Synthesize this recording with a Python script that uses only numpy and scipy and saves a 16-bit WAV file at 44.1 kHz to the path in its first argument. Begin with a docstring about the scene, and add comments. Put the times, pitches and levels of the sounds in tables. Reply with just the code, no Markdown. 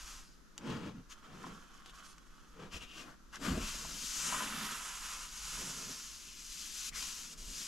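"""A terry cloth polishes a wooden board: tiny slips of its fibres hiss and drive the modes of board and bench.
Between strokes it scuffs in a plastic wax tub, where friction noise rings the resonances of the tub.
Feet judder and scrape, fabric swishes and rasps, sharp ticks crack, and light knocks and thumps ring modes.
Sparse early echoes spread the sound diffusely in stereo, over room tone and a low rumble of the bench."""
import sys
import numpy as np
from scipy import signal
from scipy.fft import rfft, irfft, next_fast_len
from scipy.io import wavfile
from scipy.ndimage import map_coordinates

SR = 44100
rng = np.random.default_rng(int(sys.argv[2]) if len(sys.argv) > 2 else 0)


def digitize_waveform(pressure):
    """Quantize a signal to 16-bit integers and store it at the path in sys.argv[1].

    Rows of a 2-D input are taken as channels; values are limited to [-1, 1].
    """
    field = np.atleast_2d(pressure).T
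    bounded = np.clip(field, -1, 1)
    quanta = np.round(bounded * 32767).astype(np.int16)
    wavfile.write(sys.argv[1], SR, quanta)


N = 338247
TIME = np.arange(N) / SR
TAPS = 4096  # length of every colouring filter in samples
HZ = np.fft.rfftfreq(TAPS, 1 / SR)

# Strokes of the cloth over the board. Each row: time of full speed in seconds, rise in seconds,
# fall in seconds, relative fibre hiss in dB, relative board tone in dB.
STROKES = [(0.11, 0.75, 0.075, -54, -57), (3.455, 0.022, 0.095, -47.5, -43),
           (3.68, 0.063, 0.17, -45.5, -50.5), (4.24, 0.18, 0.13, -40.5, -79),
           (4.385, 0.093, 0.11, -46, -42), (4.7, 0.31, 0.17, -44, -45), (5.12, 0.19, 0.11, -47, -50),
           (5.55, 0.14, 0.26, -44, -51.5), (5.9, 0.18, 0.32, -51.5, -66.5), (6.62, 0.16, 0.046, -50, -76),
           (6.893, 0.21, 0.0026, -44, -60.5), (6.962, 0.011, 0.2, -43.5, -55.5),
           (7.65, 0.13, .1, -45.5, -61)]
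STROKE_CURVE = 1.445  # shape of a swell: 1 is pointed, 2 a bell

# Hiss spectrum of the terry fibres. Each row: frequency in Hz, relative density in dB per Hz.
FIBRES = [(550, -43), (900, -25.5), (1300, -15.5), (2170, -11), (2800, -5), (3800, -6.5), (5000, -2.5),
          (6300, -0.5), (7300, -2.5), (8300, -9), (9300, -12.5), (10700, -10.5), (12200, -16),
          (14000, -24.5), (15500, -38)]

# Path of the hand over the board. Each row: time in seconds, left over right in dB,
# extra delay of the glancing sound in ms (each side scales it), its strength from 0 to 1.
HAND = [(0.2, 0.5, .2, 0), (3.42, 6, 0.26, 0.3), (3.75, 2, 0.25, 0), (4.05, 4.5, 0.16, 0.02),
        (4.28, 3, .12, 0.36), (4.6, -1.5, 0.077, 0.38), (4.85, -1.5, .11, 0.3), (5.298, 1.5, 0.11, 0.08),
        (5.7, 0, .12, 0.15), (6.3, 3, 0.21, 0), (6.9, 4.7, 0.32, 0.02), (7.35, 2, .36, 0),
        (7.67, 3.7, 0.13, 0.12)]


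def gain_of(db):
    """Level to amplitude: 20 dB is a factor of ten."""
    return 10 ** (np.asarray(db) / 20)


def evened(x):
    """Normalisation of a signal to an rms of 1."""
    return x / np.sqrt(np.mean(x ** 2) + 1e-20)


def shape(points):
    """Spectral envelope: levels interpolated in dB over log frequency."""
    hz, db = np.transpose(points)
    return gain_of(np.interp(np.log(HZ + 1), np.log(hz + 1), db))


def peaks(modes):
    """Modal response: the powers of separate resonances add; widths are at half amplitude."""
    power = sum((gain_of(db) / (1 + ((HZ - hz) / width * 2) ** 2)) ** 2 for hz, width, db in modes)
    return np.sqrt(power)


def colour(x, gain):
    """Minimum-phase filtering: a causal body rings only after it is struck."""
    log_gain = np.log(np.maximum(gain, 1e-5))
    circle = np.concatenate([log_gain, log_gain[-2:0:-1]])
    # the Hilbert transform of the log gain yields the minimum phase
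    ring = np.fft.ifft(np.exp(np.conj(signal.hilbert(circle)))).real
    return signal.oaconvolve(x, ring)[:N]


def level(events, order, curve):
    """Incoherent addition: events swell and die away at the dB of column order, and their powers add."""
    t = TIME[::32]
    power = 0
    for row in events:
        peak_s, rise_s, fall_s = row[:3]
        distance = np.maximum(peak_s - t, 0) / rise_s + np.maximum(t - peak_s, 0) / fall_s
        power = power + gain_of(row[order]) ** 2 * np.exp(-distance ** curve)
    return np.interp(TIME, t, np.sqrt(power))


def wander(per_s):
    """Low-passed noise of rms 1: a slow random modulation that loses what is faster than per_s Hz."""
    spectrum = rfft(rng.standard_normal(N))
    rate = np.fft.rfftfreq(N, 1 / SR)
    return evened(irfft(spectrum / (1 + (rate / per_s) ** 4), N))


def friction(gain, slips_per_s, spread_db, smooth):
    """Stick-slip friction: random slips of uneven size, over a blur of finer ones, excite a body; rms 1."""
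    size = gain_of(spread_db * np.minimum(rng.exponential(1, N), 5)) * rng.choice([-1, 1], N)
    slips = evened(size * (rng.random(N) < slips_per_s / SR))
    return evened(colour(slips + smooth * rng.standard_normal(N), gain))


def resonate(x, hz, width):
    """Heterodyne resonator: shifting the moving pitch hz to zero makes a low-pass follow it."""
    turn = np.exp(2j * np.pi * np.cumsum(hz) / SR)
    r = np.exp(-np.pi * width / SR)
    return 2 * (turn * signal.lfilter([1 - r], [1, -r], x / turn)).real


def place(x, pan_db):
    """Interaural level difference: left stands pan_db above right."""
    return np.array([x * gain_of(pan_db / 2), x * gain_of(-pan_db / 2)])


def add(mix, s, sound):
    """Superposition of a sound on the mix from time s."""
    part = mix[round(s * SR):][:len(sound)]
    part += sound[:len(part)]


def background():
    """Partly coherent room noise, and a low rumble that grows when the bench is rubbed or rocked."""
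    # Room tone. Each row: frequency in Hz, relative density in dB per Hz.
    room_tone = [(20, 12), (55, 3), (90, -14.5), (170, 1), (280, -2), (420, -10), (750, -19), (1350, -7),
                 (2200, -20), (4000, -20.5), (6500, -18), (8400, -29), (12300, -28), (15000, -51)]
    # Dull rumble of the bench. Each row: frequency in Hz, relative density in dB per Hz.
    rumble_colour = [(10, -11.5), (26, 2), (50, -1), (62, -7), (76, -23.5), (200, -59)]
    # The bench rocks as weight shifts. Each row: time of the peak, rise and fall in seconds, level in dB.
    rocks = [(0.03, .05, 0.093, -51), (2.76, .04, 0.06, -52.5), (3.56, 0.05, 0.17, -42.5),
             (5.6, 0.3, 0.13, -54.5), (6.94, 0.036, 0.034, -48), (7.46, 0.047, 0.045, -48.5)]
    shared, left, right = (evened(colour(rng.standard_normal(N), shape(room_tone))) for _ in range(3))
    tone = gain_of(-64) * (shared + 1.33 * np.array([left, right]))
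    at_rest = gain_of(-66)
    rubbed = gain_of(-18.5) * level(STROKES, order=3, curve=STROKE_CURVE)
    rocked = level(rocks, order=3, curve=1.46)
    shake = np.sqrt(at_rest ** 2 + rubbed ** 2 + rocked ** 2)
    rumble = shake * evened(colour(rng.standard_normal(N), shape(rumble_colour)))
    return tone + place(rumble, -1.05)


def reflections(x, t60=0.065):
    """Early reflections: sparse echoes from the bench and close walls decay by 60 dB in t60 seconds."""
    t = TIME[:SR // 3]
    sparse = rng.choice([-1, 1], len(t)) * (rng.random(len(t)) < 3000 / SR)
    taps = sparse * (t > .002) * gain_of(-60 * t / t60)
    return signal.oaconvolve(x, taps / np.linalg.norm(taps))[:N]


def diffuse_spread(x, count=24):
    """Decorrelation: echo patterns differ by side and crossfade over time, which avoids fixed comb lines."""
    # Diffuse stereo spread by frequency, widest in the top octave. 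Each row: frequency in Hz, gain in dB.
    spread = [(60, -24), (160, -17), (550, -7), (1200, -12), (2000, -8), (3800, -7), (6300, -11.5),
              (8500, -8), (10700, -11), (12200, -4), (13500, -5), (15000, -1)]
    spot = TIME / TIME[-1] * (count - 1)
    spots = np.arange(count)
    # equal-power crossfade from each echo pattern to the next
    shares = np.sqrt(np.maximum(1 - abs(spot - spots[:, None]), 0))
    out = np.zeros((2, N))
    for side in range(2):
        for share in shares:
            heard = np.flatnonzero(share)
            add(out[side], TIME[heard[0]], reflections(x[side, heard] * share[heard]))
    return np.array([colour(side, shape(spread)) for side in out])


def ticks(crack_s=0.00015):
    """Impulsive excitation: a crack of a few cycles peaks early, with a faint noisy rattle after it."""
    # Small sharp ticks. Each row: start in seconds, relative level in dB, pitch in Hz.
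    tick_rows = [(0.5793, -29, 6300), (1.8603, -38, 3240), (1.896, -41, 3200), (2.182, -45, 5500),
                 (3.3576, -34.5, 6030), (3.755, -34, 5930), (7.0265, -29, 6900)]
    out, t = np.zeros(N), TIME[:SR // 20]
    band = signal.butter(2, [1000, 7000], "band", fs=SR)
    for s, db, hz in tick_rows:
        pulse = t / crack_s * np.exp(1 - t / crack_s)
        crack = pulse * (np.sin(2 * np.pi * hz * t) + 0.51 * np.sin(np.pi * hz * t))
        rattle = np.exp(-t / 0.0032) * signal.lfilter(*band, rng.standard_normal(len(t)))
        add(out, s, gain_of(db) * (crack + 0.4 * rattle))
    return place(out, 0.66)


def swishing():
    """Fabric friction: each swish swells and fades as hiss, the rasp of the weave and a soft thud."""
    # Fabric swishes and rasps, from moving arms and from the rubbing cloth. Each row: middle in seconds,
    # half length in seconds, relative hiss in dB, relative rasp in dB, rasp pitch in Hz, relative thud in dB.
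    swishes = [(0.283, 0.08, -76, -73, 5000, -95), (1.118, 0.015, -52, -57, 6500, -88),
               (1.882, 0.023, -64, -64, 3260, -70), (2.088, 0.029, -83, -69, 9600, -83),
               (2.752, 0.025, -48.5, -53.5, 2800, -54.5), (2.828, 0.019, -53.5, -51, 2830, -60),
               (2.924, 0.044, -60.5, -58.5, 2880, -67), (3, 0.032, -52.5, -58, 2820, -58),
               (3.09, 0.038, -63, -57.5, 1450, -59), (3.352, 0.019, -52, -51.5, 1490, -74),
               (3.648, 0.055, -65, -50.5, 2640, -78), (6.307, 0.08, -68.5, -62.5, 2700, -80),
               (6.96, 0.029, -54.5, -53, 2170, -74)]
    # Fabric hiss. Each row: frequency in Hz, relative density in dB per Hz.
    fabric = [(400, -21), (800, -27), (1020, -5), (1280, -3.5), (2130, -13), (2900, -5), (3900, -12),
              (5200, -9), (7000, -10.5), (8600, -21), (10800, -21), (12500, -27.5), (15500, -41)]
    # A soft push of fabric. 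Each row: frequency in Hz, relative density in dB per Hz.
    thud_colour = [(30, -30), (80, -22), (140, 2.5), (260, 1), (480, -2.5), (750, -7), (1500, -38)]
    hiss = friction(shape(fabric), 3000, 1.2, 0.88)
    thud = friction(shape(thud_colour), 600, 1.5, 0.41)
    out = np.zeros(N)
    for s, half, hiss_db, rasp_db, rasp_hz, thud_db in swishes:
        rasp = friction(peaks([(rasp_hz, 900, 0)]), 3000, 4, 0.71)
        swell = np.exp(-.5 * abs((TIME - s) / half) ** 2.45)
        out += swell * (gain_of(hiss_db) * hiss + gain_of(rasp_db) * rasp + gain_of(thud_db) * thud)
    return place(out, 3.5)


def shuffling(width_hz=190, sag_hz_per_s=310):
    """Stick-slip of a dragged sole: its judder falls in pitch as the drag runs out, over a gritty scrape."""
    # Feet shuffling on the floor. Each row: time of the peak in seconds, rise in seconds, fall in seconds,
    # relative low judder in dB, relative gritty scrape in dB, judder pitch at the peak in Hz.
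    shuffles = [(0.705, 0.041, 0.066, -39.5, -47.5, 192), (0.865, 0.038, .03, -42, -53.5, 212),
                (0.978, 0.032, 0.023, -47, -66, 171), (1.33, 0.044, 0.068, -55, -61, 193),
                (1.47, 0.039, .06, -50.5, -60, 217), (2.632, 0.036, 0.033, -51, -56, 206)]
    # Scrape over grit. Each row: frequency in Hz, relative density in dB per Hz.
    grit_colour = [(200, -19), (360, 7), (500, -0.5), (730, -6.5), (1080, -1.5), (1400, -3.5), (2000, -11),
                   (2800, -9.5), (4200, -17.5), (6500, -19), (9000, -30), (15000, -44)]
    curve = 1.53
    s, *_, peak_hz = np.transpose(shuffles)
    nearest = np.searchsorted((s[1:] + s[:-1]) / 2, TIME)
    hz = peak_hz[nearest] - sag_hz_per_s * np.clip(TIME - s[nearest], -.12, .12)
    slips = resonate(resonate(rng.standard_normal(N), hz, width_hz), hz, width_hz)
    # the floor passes only the low part of the judder
    slips = signal.lfilter(*signal.butter(2, [60, 230], "band", fs=SR), slips)
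    # stick and slip settles to a steadier swing than a free ring would
    swing = abs(signal.hilbert(evened(slips), next_fast_len(N)))[:N]
    steadied = evened(slips / (swing + 1.3))
    judder = level(shuffles, order=3, curve=curve) * gain_of(-0.6) * steadied
    scrape = friction(shape(grit_colour), 1500, 0.6, 0.68)
    grit = level(shuffles, order=4, curve=curve) * gain_of(4.0) * scrape
    return place(judder, 0.3) + place(grit, 3.3)


def scooping():
    """Cavity resonance: the cloth drags unevenly through wax, and the hollow plastic tub colours it."""
    # Scuffs of the cloth in the wax tub. Each row: time of the peak in seconds, rise in seconds,
    # fall in seconds, relative tub tone in dB, relative fibre hiss in dB.
    scoops = [(1.18, 0.019, 0.013, -62, -71), (1.26, .018, 0.009, -58.5, -73),
              (1.46, 0.055, 0.089, -56, -63), (1.8, 0.088, 0.12, -63.5, -71),
              (2.01, 0.084, 0.066, -58.5, -64), (2.11, 0.025, 0.01, -74, -60.5),
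              (2.38, 0.076, 0.11, -66, -72)]
    # Resonances of the tub. Each row: frequency in Hz, width in Hz, relative level in dB.
    tub_modes = [(1130, 110, -1), (1330, 630, -1), (2500, 3500, -17), (3170, 550, -10)]
    drag = wander(25)
    tub_level = level(scoops, order=3, curve=1.0) * gain_of(0.7 + 0.96 * drag)
    tub = tub_level * friction(peaks(tub_modes), 900, 3.8, 0.95)
    hiss_level = level(scoops, order=4, curve=1.0) * gain_of(0.7 + 2.5 * drag)
    hiss = hiss_level * friction(shape(FIBRES), 1500, 2.8, 0.89)
    return place(tub, -2.1) + place(hiss, -1.6)


def thumps():
    """Single-mode response: weight coming down sets board and floor swinging in one low decaying mode."""
    # Weight coming down. Each row: start in seconds, relative level in dB, pitch in Hz,
    # time to decay by 60 dB in seconds.
    thump_rows = [(2.742, -38, 70, 0.12), (3.494, -34, 71, 0.5)]
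    out, t = np.zeros(N), TIME[:SR // 2]
    for s, db, hz, t60 in thump_rows:
        onset = 1 - np.exp(-t / 0.0054)
        add(out, s, gain_of(db - 60 * t / t60) * onset * np.sin(2 * np.pi * hz * t))
    return place(out, .2)


def knocks(contact_s=0.00027):
    """Modal excitation: each blow lands on another spot, so the modes ring in another mix."""
    # Light knocks on tub and board. Each row: start in seconds, relative peak level in dB.
    knock_rows = [(1.442, -35.5), (1.468, -40), (3.85, -37.5), (4.325, -29.5), (4.343, -30.5), (4.406, -30),
                  (4.423, -30), (5.575, -42.5)]
    # Modes of a knock. Each row: frequency in Hz, mean relative level in dB, 60 dB decay time in seconds.
    knock_modes = [(234, -15, 0.059), (650, -7, 0.048), (873, -18, 0.098), (1021, 7, 0.036),
                   (1270, 7.5, 0.014), (1620, -48, .03), (2730, -29, 0.018)]
    out, t = np.zeros(N), TIME[:SR // 5]
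    for s, db in knock_rows:
        ring = 0
        for hz, mode_db, t60 in knock_modes:
            decay = gain_of(mode_db + 2 * rng.standard_normal() - 60 * t / t60)
            ring = ring + decay * np.sin(2 * np.pi * (hz * t + rng.random()))
        ring = ring * (1 - np.exp(-t / contact_s))  # cloth cushions each blow
        add(out, s, gain_of(db) * ring / abs(ring).max())
    return place(out, 2.2)


def glance(x, path=1):
    """Comb filtering: a delayed reflection off the board cuts notches that slide with the hand."""
    s, _, delay_ms, strength = np.transpose(HAND)
    delay_s = path * np.interp(TIME, s, delay_ms) / 1000
    strength = np.interp(TIME, s, strength)
    reflection = map_coordinates(x, [(TIME - delay_s) * SR])
    return (x + strength * reflection) / np.sqrt(1 + strength ** 2)


def polishing():
    """Friction-driven modes: cloth loops catch on the waxed wood, and pressure drives board and bench."""
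    # The cloth almost sticks at a slow turn. Each row: middle in seconds, length in seconds, hiss dip in dB.
    sticks = [(7.36, 0.033, 12)]
    # The hand leans on the board. Each row: time of the hardest push in seconds, rise in seconds,
    # fall in seconds, relative level in dB.
    presses = [(3.54, 0.065, 0.059, -39), (3.85, 0.14, 0.1, -59.5), (4.04, .012, 0.012, -60),
               (4.48, 0.2, 0.19, -54), (5.62, 0.076, 0.11, -55.5), (5.87, 0.1, 0.051, -57),
               (6.98, 0.062, .08, -70), (7.55, 0.28, 0.32, -67)]
    # Board resonances under rubbing. Each row: frequency in Hz, width in Hz, relative level in dB.
    board_modes = [(717, 74, -24), (1038, 220, 1.5), (1314, 580, 4.5), (1670, 620, -2.5),
                   (2230, 1200, -5.5), (2840, 1100, -3.5), (3480, 870, -7.5)]
    # Bench resonances. Each row: frequency in Hz, width in Hz, relative level in dB.
    bench_modes = [(122, 32, -6), (163, 43, 1), (217, 44, 2.5), (268, 55, 0)]
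    # Hollow notes of the board under a push. Each row: frequency in Hz, width in Hz, relative level in dB.
    hollow_modes = [(363, 56, 1.5), (456, 110, -2), (617, 290, -5.5)]
    grip = wander(17.4)
    stuck_db = sum(depth * np.exp(-((TIME - s) / length * 2) ** 4) for s, length, depth in sticks)
    hiss_level = level(STROKES, order=3, curve=STROKE_CURVE) * gain_of(1.5 + 0.72 * grip - stuck_db)
    hiss = hiss_level * friction(shape(FIBRES), 4500, 1.2, 0.99)
    board_level = level(STROKES, order=4, curve=1.6) * gain_of(-0.4 + 0.74 * grip)
    board = board_level * friction(peaks(board_modes), 1500, 1.66, 0.87)
    push = level(presses, order=3, curve=1.94) * gain_of(2.2 * grip)
    thrum = push * gain_of(1.9) * friction(peaks(bench_modes), 500, 2.0, 1.0)
    # the hollow notes grow with the push, but level off as the heavy hand damps them
    damped_push = push / (1 + push / gain_of(-38))
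    hollow = gain_of(-4.0) * damped_push * friction(peaks(hollow_modes), 800, 4, 1.0)
    s, pan_db, *_ = np.transpose(HAND)
    pan_db = np.interp(TIME, s, pan_db)
    left, right = place(hiss, pan_db)
    glancing = np.array([glance(left, 0.94), glance(right, 0.99)])
    return glancing + place(board + hollow, pan_db + .5) + place(thrum, 0.17)


def scene():
    """Direct-to-diffuse balance: polishing is close and dry, the other handling farther off."""
    near = polishing() + knocks() + thumps() + ticks()
    far = scooping() + shuffling() + swishing()
    direct = gain_of(-0.17) * near + gain_of(-0.3) * far
    return direct + diffuse_spread(near + gain_of(3.5) * far) + background()


def record(dry):
    """Transducer response: two microphone ports differ in level and phase, ahead of a band limit."""
    # Left port against the right. Each row: frequency in Hz, extra level in dB, phase lag in radians.
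    left_port = [(150, .1, 0), (700, 1, 0), (1900, 0, .5), (3700, 0, .45), (6000, -1.4, .15),
                 (7500, .8, .15), (9300, 1, .05), (10800, -.4, 0), (12100, 4, -.2), (13400, -1.5, 0),
                 (15000, 3.5, .8)]
    edge_hz = 15650
    size = next_fast_len(N + TAPS)
    port_hz, port_db, port_lag = np.transpose(left_port)
    hz = np.fft.rfftfreq(size, 1 / SR)
    tilt = gain_of(np.interp(hz, port_hz, port_db) / 2)
    lag = np.exp(-1j * np.interp(hz, port_hz, port_lag))
    ports = np.array([tilt * lag, 1 / tilt])
    heard = irfft(rfft(dry, size) * ports, size)[:, :N]
    low_pass = signal.firwin(511, edge_hz, window=("kaiser", 9), fs=SR)
    return signal.oaconvolve(heard, low_pass[None], "same")


dry = scene()
out = record(dry)
digitize_waveform(out)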